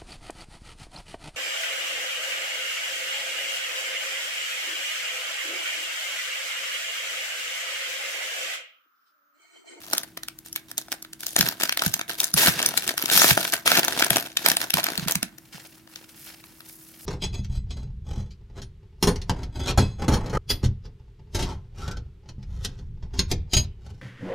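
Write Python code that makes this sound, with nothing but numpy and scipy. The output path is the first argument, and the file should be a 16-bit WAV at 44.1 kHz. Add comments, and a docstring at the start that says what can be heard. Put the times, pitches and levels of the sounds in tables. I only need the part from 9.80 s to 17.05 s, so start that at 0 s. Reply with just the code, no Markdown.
"""Opening a foil card pack

A foil-plastic pack is pulled open by hand, close to a phone above a table in a small room.
Creases buckle in sharp snaps over a fine crackle, the seam rips in three pulls and the pouch
thumps as it gives way. At the end the cards slide out with a soft hiss. A fan hums faintly."""
import sys
import numpy as np
from scipy import signal
from scipy.fft import rfft, irfft, next_fast_len
from scipy.io import wavfile
from scipy.ndimage import uniform_filter1d

SR = 44100
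rng = np.random.default_rng(int(sys.argv[2]) if len(sys.argv) > 2 else 0)


def transcribe(u):
    """Save the signal u as a 16-bit wav file named by the first command-line argument.

    u: samples, shape (n,) or (channels, n), limited to [-1, 1]; the rate is SR.
    q: integer samples, one column per channel.
    """
    v = np.clip(np.atleast_2d(u).T, -1, 1)
    q = np.round(v * 32767).astype(np.int16)
    wavfile.write(sys.argv[1], SR, q)


N = 319877
TIME = np.arange(N) / SR
OPEN_S = 5.55  # wrapper open, cards start to move


# Big creases: t/s, crack level/dB, film ring re crack/dB, ring f/Hz
CREASE_SNAPS = [(0.1337, -17.5, -5, 1000), (0.1811, -21.5, -13, 2040), (.234, -33, -6.5, 1540),
                (0.374, -38.5, 4, 1550), (0.434, -33, -7, 1700), (0.4848, -32.5, -4, 1790),
                (.589, -39, -23, 1350), (0.7288, -34.5, -24, 1500), (.761, -27.5, -3.5, 2480),
                (.915, -36, -5.5, 2000), (.980, -22, -18, 1850), (1.084, -53, 8, 800),
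                (1.1192, -30, -8, 1670), (1.126, -27, -4, 1680), (1.226, -34, -20, 1150),
                (1.249, -49, 6, 1600), (1.333, -35, -8.5, 2580), (1.433, -34, -3, 1650),
                (1.467, -25, -15, 1750), (1.564, -17.5, -1, 1810), (1.590, -19, -8, 2250),
                (1.610, -14.5, -4.5, 1960), (1.688, -19, -12, 2250), (1.835, -19.5, -3.5, 1620),
                (1.894, -27, 5, 1480), (1.9247, -27.5, 2.5, 2460), (1.974, -24, -3, 1900),
                (1.994, -40, 13, 2650), (2.021, -25, 4, 1350), (2.063, -22, -7.5, 1200),
                (2.1405, -17.5, -10.5, 2420), (2.194, -33.5, 2, 1300), (2.213, -35, 6.5, 1790),
                (2.403, -15, -20, 1750), (2.443, -16.5, -32, 2350), (2.5406, -17, -15.5, 1520),
                (2.661, -20, -2.5, 2000), (2.672, -27, 9.5, 1650), (2.684, -27.5, 10.5, 1520),
                (2.828, -23, -6, 1600), (2.862, -13.5, -14, 2050), (2.8894, -25, -14, 1900),
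                (2.976, -15.5, -8.5, 2300), (3.078, -23.5, -9, 1750), (3.1791, -22.5, -3.5, 1900),
                (3.225, -26.5, -2, 2000), (3.2585, -24, -5, 2400), (3.300, -27.5, 4, 2500),
                (3.376, -12, -5.5, 1740), (3.4187, -25.5, 11, 1400), (3.444, -25.5, 8.5, 1380),
                (3.508, -26, 11, 2100), (3.576, -25, 9, 920), (3.651, -31, 5.5, 1440),
                (3.724, -24, -20, 2200), (3.737, -21, -1, 1780), (3.864, -26.5, -12, 1750),
                (3.877, -19.5, 6, 1800), (3.9176, -19.5, 4.5, 1590), (3.974, -20.5, -3, 1140),
                (3.994, -17, -8, 960), (4.0481, -21.5, -7, 1760), (4.082, -24, 1, 1170),
                (4.196, -23, -4.5, 1200), (4.224, -26, 11.5, 1440), (4.246, -18.5, -13, 2000),
                (4.3049, -14, -5.5, 1210), (4.369, -20, -1, 970), (4.571, -23.5, 2.5, 2530),
                (4.6618, -15.5, 2, 1530), (4.6861, -16, -8, 1110), (4.701, -18, -10, 2270),
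                (4.717, -20.5, -2, 1190), (4.769, -18.5, -6.5, 2050), (4.905, -23, -7.5, 2500),
                (4.9402, -18.5, -0.5, 2900), (5.0415, -20.5, -8, 2320), (5.067, -31, 6, 1770),
                (5.0865, -41.5, 15, 960), (5.178, -26.5, -7, 1580), (5.284, -22, -5, 2100),
                (5.311, -20.5, -13, 1320), (5.3216, -20, -25, 1500), (5.355, -20.5, -7, 1850),
                (5.4297, -23.5, -3.5, 1840), (5.584, -42, -7.5, 1820), (6.075, -55, 4.5, 1000),
                (6.159, -48, 8.5, 3140), (6.64, -58.5, 12, 1700), (6.806, -49, 3, 1700)]

def creases(creak_db=-18, creak_s=.005, neighbour_db=-15, neighbour_s=.005):
    """A big crease creaks as it is loaded, snaps, and sets off a neighbour."""
    t, db, ring_db, ring_hz = np.transpose(CREASE_SNAPS)
    pan_db = 1 + 2 * rng.standard_normal(len(t))
    early, late, strength = rng.random((len(t), 3)).T
    snap = buckles(t, db, ring_db, ring_hz, pan_db, flutter=1, flutter_s=.00079, ring_s=.0015,
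                   ring_width=.74, spread=.23, build_s=.00062, formant_db=3.5)
    varied_db = db + 8 * (strength - .5)
    creak = buckles(t - creak_s * (1 + early) / 2, varied_db + creak_db, ring_db, ring_hz, pan_db,
                    flutter=1.5, flutter_s=.004, build_s=.0014)
    neighbour = buckles(t + neighbour_s * late, varied_db + neighbour_db, ring_db, ring_hz, pan_db)
    return snap + creak + neighbour


def buckles(times, db, ring_db, ring_hz, pan_db, flutter=.21, flutter_s=.0013, ring_s=.0012,
            ring_width=.89, spread=.26, build_s=.00036, formant_db=5, flip_s=.000089):
    """Each facet gathers speed, flips with a crack, flutters briefly and rings at its own pitch."""
    count, size, lead = len(times), 512, 96
    age, f = (np.arange(size) - lead) / SR, np.fft.rfftfreq(size, 1 / SR)
    noise = rng.standard_normal((count, 6, size))

    def swell(decay_s):
        return np.exp(np.minimum(age / build_s, -age / decay_s))

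    flip = np.exp(-np.abs(age) / flip_s) * noise[:, :1]
    quiver = flutter * swell(flutter_s) * (noise[:, :1] + 2 * spread * noise[:, 1:3])
    # bright and dull bands, different for each facet
    bands = unit(uniform_filter1d(rng.standard_normal((count, 1, len(f))), size=20))
    crack = unit(irfft(rfft(flip + quiver) * undb(formant_db * bands) * high_pass(f, 4000)))
    hz = ring_hz[:, None, None]
    sway = swell(ring_s) * (noise[:, 3:4] + .36 * noise[:, 4:])
    mode = resonance(f, hz, ring_width * hz) * high_pass(f, 227) / (1 + 1j * f / 5000)
    ring = unit(irfft(rfft(sway) * mode))
    grains = crack + undb(ring_db)[:, None, None] * ring
    # pack held left of centre: right channel lags
    lag_s = .00013 + .00004 * rng.standard_normal((count, 1))
    grains[:, 1] = irfft(rfft(grains[:, 1]) * delay(f, lag_s))
    stereo_db = db[:, None] + np.outer(pan_db, [.5, -.5])
    grains *= np.sqrt(.0053 * SR / size) * undb(stereo_db)[:, :, None]
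    out = np.zeros((2, N + size))
    for start, grain in zip(np.clip(times * SR, 0, N - 1).astype(int), grains):
        out[:, start:start + size] += grain
    return out[:, lead:N + lead]


# Squeezes and pulls: t/s, length/s, crackle level/dB, film ring re crackle/dB
FINGER_SQUEEZES = [(0, 0.16, -45.5, -3.5), (0.107, 0.072, -38, -1), (0.416, .02, -52, -10),
                   (0.645, 0.02, -40, -10), (0.75, 0.014, -42, -2.5), (0.881, 0.015, -45, -0.5),
                   (0.966, 0.019, -34.5, -5.5), (1.105, 0.01, -37.5, 1), (1.389, 0.21, -38.5, -13),
                   (1.573, 0.042, -24, -1.5), (1.63, 0.056, -31, 1), (1.792, 0.06, -31, -0.5),
                   (1.972, .05, -40.5, -7), (2.024, 0.045, -27.5, -5.5), (2.144, 0.02, -37.5, 0),
                   (2.277, 0.049, -33.5, -2), (2.375, .065, -29, -6.5), (2.558, 0.13, -20, -1.5),
                   (2.739, 0.17, -34.5, 6.5), (2.94, 0.051, -30.5, -1), (3.011, 0.042, -32.5, -2),
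                   (3.061, 0.029, -26.5, 1.5), (3.183, 0.1, -33, -2), (3.305, 0.21, -17, -5.5),
                   (3.565, 0.13, -29.5, -3), (3.723, 0.017, -26.5, 0.5), (3.848, 0.14, -28, 4.5),
                   (4.019, .25, -32.5, 3.5), (4.3, 0.077, -26.5, 2), (4.586, 0.054, -36.5, 1),
                   (4.642, 0.087, -32, 2.5), (4.79, 0.037, -29.5, 1), (4.939, 0.048, -29, 3.5),
                   (5.04, 0.2, -39.5, 4.5), (5.269, 0.031, -31.5, 3.5), (5.417, 0.015, -50, 11.5)]

def hands(t, attack_s=.013, release_s=.022, settle_db=-5, settle_s=.062, full_squeeze_s=.076):
    """Crackle level and relative ring in dB: each squeeze, then the creased film relaxing."""
    starts, lengths, db, ring_db = np.transpose(FINGER_SQUEEZES)
    # less settling after a brief pinch
    after_db = settle_db + 10 * np.log10(np.clip(lengths / full_squeeze_s, .1, 1))

    def envelope_db(levels_db):
        squeeze = strokes_db(t, starts, lengths, levels_db, attack_s, release_s)
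        settle = strokes_db(t, starts, lengths, levels_db + after_db, attack_s, settle_s)
        return np.maximum(squeeze, settle)

    crackle_db = envelope_db(db)
    return crackle_db, envelope_db(db + ring_db) - crackle_db


def crackle(rate_hz=330, scatter_db=10, gain_db=-5, rip_db=-4, ring_hz=1400):
    """Small facets buckle at random while the film is worked; a rip takes some load off them."""
    in_rip = sum((TIME > start) & (TIME < end) for start, end, _ in SEAM_RIPS) > 0
    index = np.flatnonzero(rng.random(N) < rate_hz / SR * (TIME < OPEN_S))
    strength, colour, pitch, side = rng.standard_normal((len(index), 4)).T
    db, ring_db = hands(index / SR)
    size = unit(undb(scatter_db * np.minimum(strength, 1.4))) / np.sqrt(.0055 * rate_hz)
    db = db + 20 * np.log10(size) + gain_db + rip_db * in_rip[index]
    return buckles(index / SR, db, ring_db - .5 + 2 * colour, ring_hz * np.exp(.45 * pitch),
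                   pan_db=.5 + 2.8 * side, flutter=1, flutter_s=.00086, ring_s=.0014,
                   ring_width=.71, spread=.71, build_s=.00055)


# Seam rips: start t/s, end t/s, fibre level re crackle/dB
SEAM_RIPS = [(2.574, 2.74, -5), (3.313, 3.525, -6), (3.863, 3.962, -2.5)]

def ripping(fibre_rate_hz=5000, scatter_db=4, jerk_db=2, jerk_s=.0041, ring_gain_db=-1):
    """The seam parts fibre by fibre, in small jerks that also ring the film."""
    db, ring_db = hands(TIME)
    gates = sum(undb(gain) * ((TIME > start) & (TIME < end)) for start, end, gain in SEAM_RIPS)
    pull = uniform_filter1d(gates, size=300)
    jerk = jitter(jerk_s)
    breaks = rng.random((3, N)) < fibre_rate_hz / SR
    fibres = breaks * undb(scatter_db * rng.standard_normal((3, N)) + jerk_db * jerk)
    common = shape(fibres[0], lambda f: delay(f, np.array([[0], [.00015]])))
    sides = fibres[1:]
    zipping = unit(shape(common + sides, lambda f: high_pass(f, 3300)))
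    ring = unit(shape(common + sides / 2, lambda f: resonance(f, 2100, 1300) * high_pass(f, 570)))
    return pull * undb(db) * (zipping + undb(ring_db + ring_gain_db) * ring) + lip_rasp(sides)


# Glide of the torn lip: t/s, f/Hz, level/dB
LIP_GLIDE = [(3.361, 5300, -42), (3.386, 5420, -29), (3.405, 5580, -28), (3.42, 6730, -24),
             (3.45, 6800, -47)]

def lip_rasp(fibres):
    """The taut lip of the longest rip sings, rising as it is pulled."""
    t, hz, db = np.transpose(LIP_GLIDE)
    roughness = unit(shape(fibres * rng.standard_normal((2, N)), lambda f: 1 / (1 + 1j * f / 350) ** 2))
    tone = np.sqrt(2) * np.sin(2 * np.pi * np.cumsum(np.interp(TIME, t, hz)) / SR)
    envelope = undb(np.interp(TIME, t, db)) * (TIME > t[0]) * (TIME < t[-1])
    return envelope * roughness * tone


def rubbing(gain_db=-11, ring_gain_db=-2):
    """Fingers rub along the film as they work it."""
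    db, ring_db = hands(TIME)
    hiss = unit(shape(friction(catch_db=3, catch_s=.0039), lambda f: high_pass(f, 2300)))
    scrape = unit(shape(friction(catch_db=3.5, catch_s=.006), lambda f: resonance(f, 1900, 1900)))
    return undb(db + gain_db) * (hiss + undb(ring_db + ring_gain_db) * scrape)


# Film tone: f/Hz, gain/dB
FILM_TONE = [(60, -30), (150, 17.5), (300, 12.5), (450, -1.5), (1000, -1.5), (2100, 0), (3500, 7),
             (5500, 6.5), (8000, 2), (11000, 5.5), (14000, 3.5), (16000, -3.5)]
# Pouch and enclosed air: f/Hz, width/Hz, gain/dB
POUCH_MODES = [(670, 74, 9.5), (1560, 160, 1), (6130, 75, -3), (11300, 710, -17.5)]

def pouch(f):
    """Response of the film and the hollow it encloses."""
    modes = sum(undb(db) * resonance(f, hz, width_hz) for hz, width_hz, db in POUCH_MODES)
    return undb(at_hz(FILM_TONE, f)) * (1 + modes)


# Pouch popping taut or slack: t/s, level/dB, initial f/Hz
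POUCH_FLAPS = [(0.133, -38.5, 297), (1.594, -20, 231), (1.635, -25.5, 183), (2.064, -18.5, 209),
               (2.542, -20.5, 207), (2.68, -17, 216), (3.357, -28, 220), (3.513, -17, 184),
               (3.877, -34, 218), (3.972, -32, 218), (4.309, -22.5, 188), (4.681, -31.5, 240),
               (4.941, -22, 215), (5.183, -23.5, 224), (5.225, -26, 191), (5.261, -24, 220),
               (5.357, -22, 220), (5.427, -26.5, 269), (5.745, -36, 210)]

def thumps(rise_s=.0024, decay_s=.012, sag=.58, sag_s=.024, pan_db=-4, puff_db=7, puff_hz=82):
    """The pouch flaps, its pitch sagging as tension goes; a hard flap pushes out a puff of air."""
    out = np.zeros((2, N))
    age = np.arange(SR // 8) / SR
    swell = (1 - np.exp(-age / rise_s)) * np.exp(-age / decay_s)
    swell /= swell.max()
    skew_rad = np.array([[0], [-.7]])  # near field: channels out of step
    for t, db, hz in POUCH_FLAPS:
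        pitch_hz = hz * (1 - sag * (1 - np.exp(-age / sag_s)))
        flap = -np.sin(2 * np.pi * np.cumsum(pitch_hz) / SR + skew_rad)
        puff = undb(db + puff_db) * np.sin(2 * np.pi * puff_hz * age + 2 * skew_rad)
        start = int(t * SR)
        out[:, start:start + len(age)] += undb(db) * swell * (flap + puff)
    return out * undb([[pan_db / 2], [-pan_db / 2]])


def flexing(gain_db=-13, hz=190, width_hz=230):
    """The bending pouch rumbles softly under the crackle."""
    db, ring_db = hands(TIME)
    rumble = unit(shape(stereo_noise(.34), lambda f: resonance(f, hz, width_hz) * high_pass(f, 93)))
    return rumble * undb(db + ring_db + gain_db)


# Pushes on the cards: t/s, length/s, swish level/dB, edge level/dB
CARD_PUSHES = [(5.605, 0.27, -63, -61), (5.723, 0.05, -57, -40), (5.797, 0.17, -57.5, -54.5),
               (6.083, 0.16, -56, -50.5), (6.276, 0.031, -54, -52.5), (6.35, 0.14, -46.5, -48),
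               (6.448, 0.047, -49, -39.5), (6.535, 0.35, -58, -56.5), (6.846, 0.062, -47, -53),
               (6.92, .31, -51.5, -56), (7.182, .07, -47, -49)]
# Swish spectrum: f/Hz, gain/dB
SWISH_TONE = [(2000, -33.5), (5000, -7.5), (7500, -8), (10000, -3.5), (11200, -0.5), (14500, -5.5),
              (16000, -6)]

def cards(swish_db=1, scrape_db=-2.5, tick_rate_hz=70, tick_db=-12):
    """Glossy faces swish over the film; the card edges scrape unevenly and catch in tiny ticks."""
    def edge_modes(f):
        return (.86 * resonance(f, 720, 230) + .5 * resonance(f, 1640, 500) + resonance(f, 2530, 2300)
                + .51 * resonance(f, 4250, 400) + .68 * resonance(f, 5040, 280))

    starts, lengths, *levels = np.transpose(CARD_PUSHES)
    face_db, edge_db = (strokes_db(TIME, starts, lengths, db, attack_s=.016, release_s=.041)
                        for db in levels)
    swish = unit(shape(friction(catch_db=3, catch_s=.0043), lambda f: undb(at_hz(SWISH_TONE, f))))
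    scrape = unit(shape(friction(catch_db=6, catch_s=.0065), edge_modes))
    index = np.flatnonzero((rng.random(N) < tick_rate_hz / SR) & (TIME > OPEN_S))
    strength, pitch, side = rng.standard_normal((len(index), 3)).T
    ticks = buckles(index / SR, edge_db[index] + tick_db + 2 * strength,
                    ring_db=5 - 2 * pitch, ring_hz=1300 * np.exp(.5 * pitch), pan_db=2 * side)
    return undb(face_db + swish_db) * swish + undb(edge_db + scrape_db) * scrape + ticks


# Room decay: f/Hz, T60/s
ROOM_DECAY = [(200, 0.34), (530, 0.32), (1400, 0.28), (3700, 0.14), (10000, 0.13)]

def room(x, bounce_db=-13, bounce_s=.0022, wet_db=-15, gap_s=.0073):
    """One bounce off the table, then a short tail that loses its treble first."""
    size = SR // 2
    age, f = np.arange(size) / SR, np.fft.rfftfreq(size, 1 / SR)
    mid, side = rfft(rng.standard_normal((2, size)))
    # long waves reach both channels alike
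    spectrum = mid + np.minimum(f / 1500, 1) * side * np.array([[1], [-1]])
    octave = np.round(np.log2(np.maximum(f, 100) / 100))
    tail = 0
    for k in np.unique(octave):
        t60_s = at_hz(ROOM_DECAY, f[octave == k].mean())
        tail += irfft(spectrum * (octave == k), size) * np.exp(-np.log(1000) * age / t60_s)
    tail = unit(tail * np.clip(age / gap_s - .5, 0, 1)) / np.sqrt(size)
    bounce = shape(x, lambda f: delay(f, bounce_s))
    reverb = signal.fftconvolve(x, tail, axes=1)[:, :N]
    return x + undb(bounce_db) * bounce + undb(wet_db) * reverb


# Room air: f/Hz, relative density/dB
AIR_SPECTRUM = [(20, -45), (45, 2), (70, -3.5), (150, 4.5), (240, 0.5), (330, 0.5), (450, -13),
                (800, -14.5), (2000, -15.5), (6000, -21), (16000, -21.5)]

def room_air(level_db=-56):
    """Steady, mostly low rush of room air."""
    return undb(level_db) * unit(shape(stereo_noise(.5), lambda f: undb(at_hz(AIR_SPECTRUM, f))))


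# Fan: f/Hz, level/dB
FAN_TONES = [(323, -59.5), (366, -78)]

def fan(drift_rad=.27):
    """A fan hums on two tones that waver slightly."""
    drift = drift_rad * unit(shape(rng.standard_normal(N), lambda f: resonance(f, 1.7, 2) ** 2))
    return sum(np.sqrt(2) * undb(db) * np.sin(2 * np.pi * hz * TIME + drift) for hz, db in FAN_TONES)


def strokes_db(t, starts, lengths, levels_db, attack_s, release_s):
    """Level of strokes that build, hold and die away; overlaps add in power."""
    clock = TIME[::80]
    age = clock - starts[:, None]
    attack = np.clip(age / attack_s, 0, 1)
    release = np.exp(-np.clip(age - lengths[:, None], 0, 2) / release_s)
    power = (undb(levels_db)[:, None] * attack * release) ** 2
    return np.interp(t, clock, 10 * np.log10(power.sum(axis=0) + 1e-12))


def friction(catch_db, catch_s):
    """Stereo noise whose level catches and slips."""
    return undb(catch_db * jitter(catch_s)) * stereo_noise(.74)


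def jitter(tau_s):
    """One-pole low-passed noise, rms 1."""
    return unit(shape(rng.standard_normal(N), lambda f: 1 / (1 + 2j * np.pi * f * tau_s)))


def stereo_noise(spread):
    """Common white noise plus an independent part per channel."""
    return rng.standard_normal(N) + spread * rng.standard_normal((2, N))


def shape(x, response):
    """Filter by response(f)."""
    size = next_fast_len(N + SR // 10)
    return irfft(rfft(x, size) * response(np.fft.rfftfreq(size, 1 / SR)), size)[..., :N]


def resonance(f, hz, width_hz):
    """Complex band-pass response, gain 1 at centre."""
    return 1j * f * width_hz / (hz ** 2 - f ** 2 + 1j * f * width_hz)


def high_pass(f, hz):
    """Complex second-order high-pass response."""
    return -f ** 2 / (hz ** 2 - f ** 2 + 1j * np.sqrt(2) * f * hz)


def delay(f, lag_s):
    """Complex response of a pure delay."""
    return np.exp(-2j * np.pi * f * lag_s)


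def at_hz(points, f):
    """Interpolate (f/Hz, value) points on a log-frequency axis."""
    hz, value = np.transpose(points)
    return np.interp(np.log(f + 1), np.log(hz), value)


def unit(x):
    """Scale to rms 1 along time."""
    return x / np.sqrt(np.mean(x ** 2, axis=-1, keepdims=True))


def undb(db):
    """dB to amplitude."""
    return 10 ** (np.asarray(db) / 20)


def scene():
    """Wrapper, cards and pouch sound in the room, over air and fan."""
    wrapper = undb(.5) * shape(creases() + crackle() + ripping() + rubbing(), pouch)
    return room(wrapper + cards() + thumps() + flexing()) + room_air() + fan()


def record(dry):
    """The phone thins the deepest bass, rounds the highest peaks and cuts the top."""
    bottom_hz, top_hz = 29, 16000
    rounded = np.tanh(shape(dry, lambda f: high_pass(f, bottom_hz)))
    return signal.sosfilt(signal.ellip(10, .2, 70, top_hz, fs=SR, output="sos"), rounded)


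dry = scene()
out = record(dry)
transcribe(out)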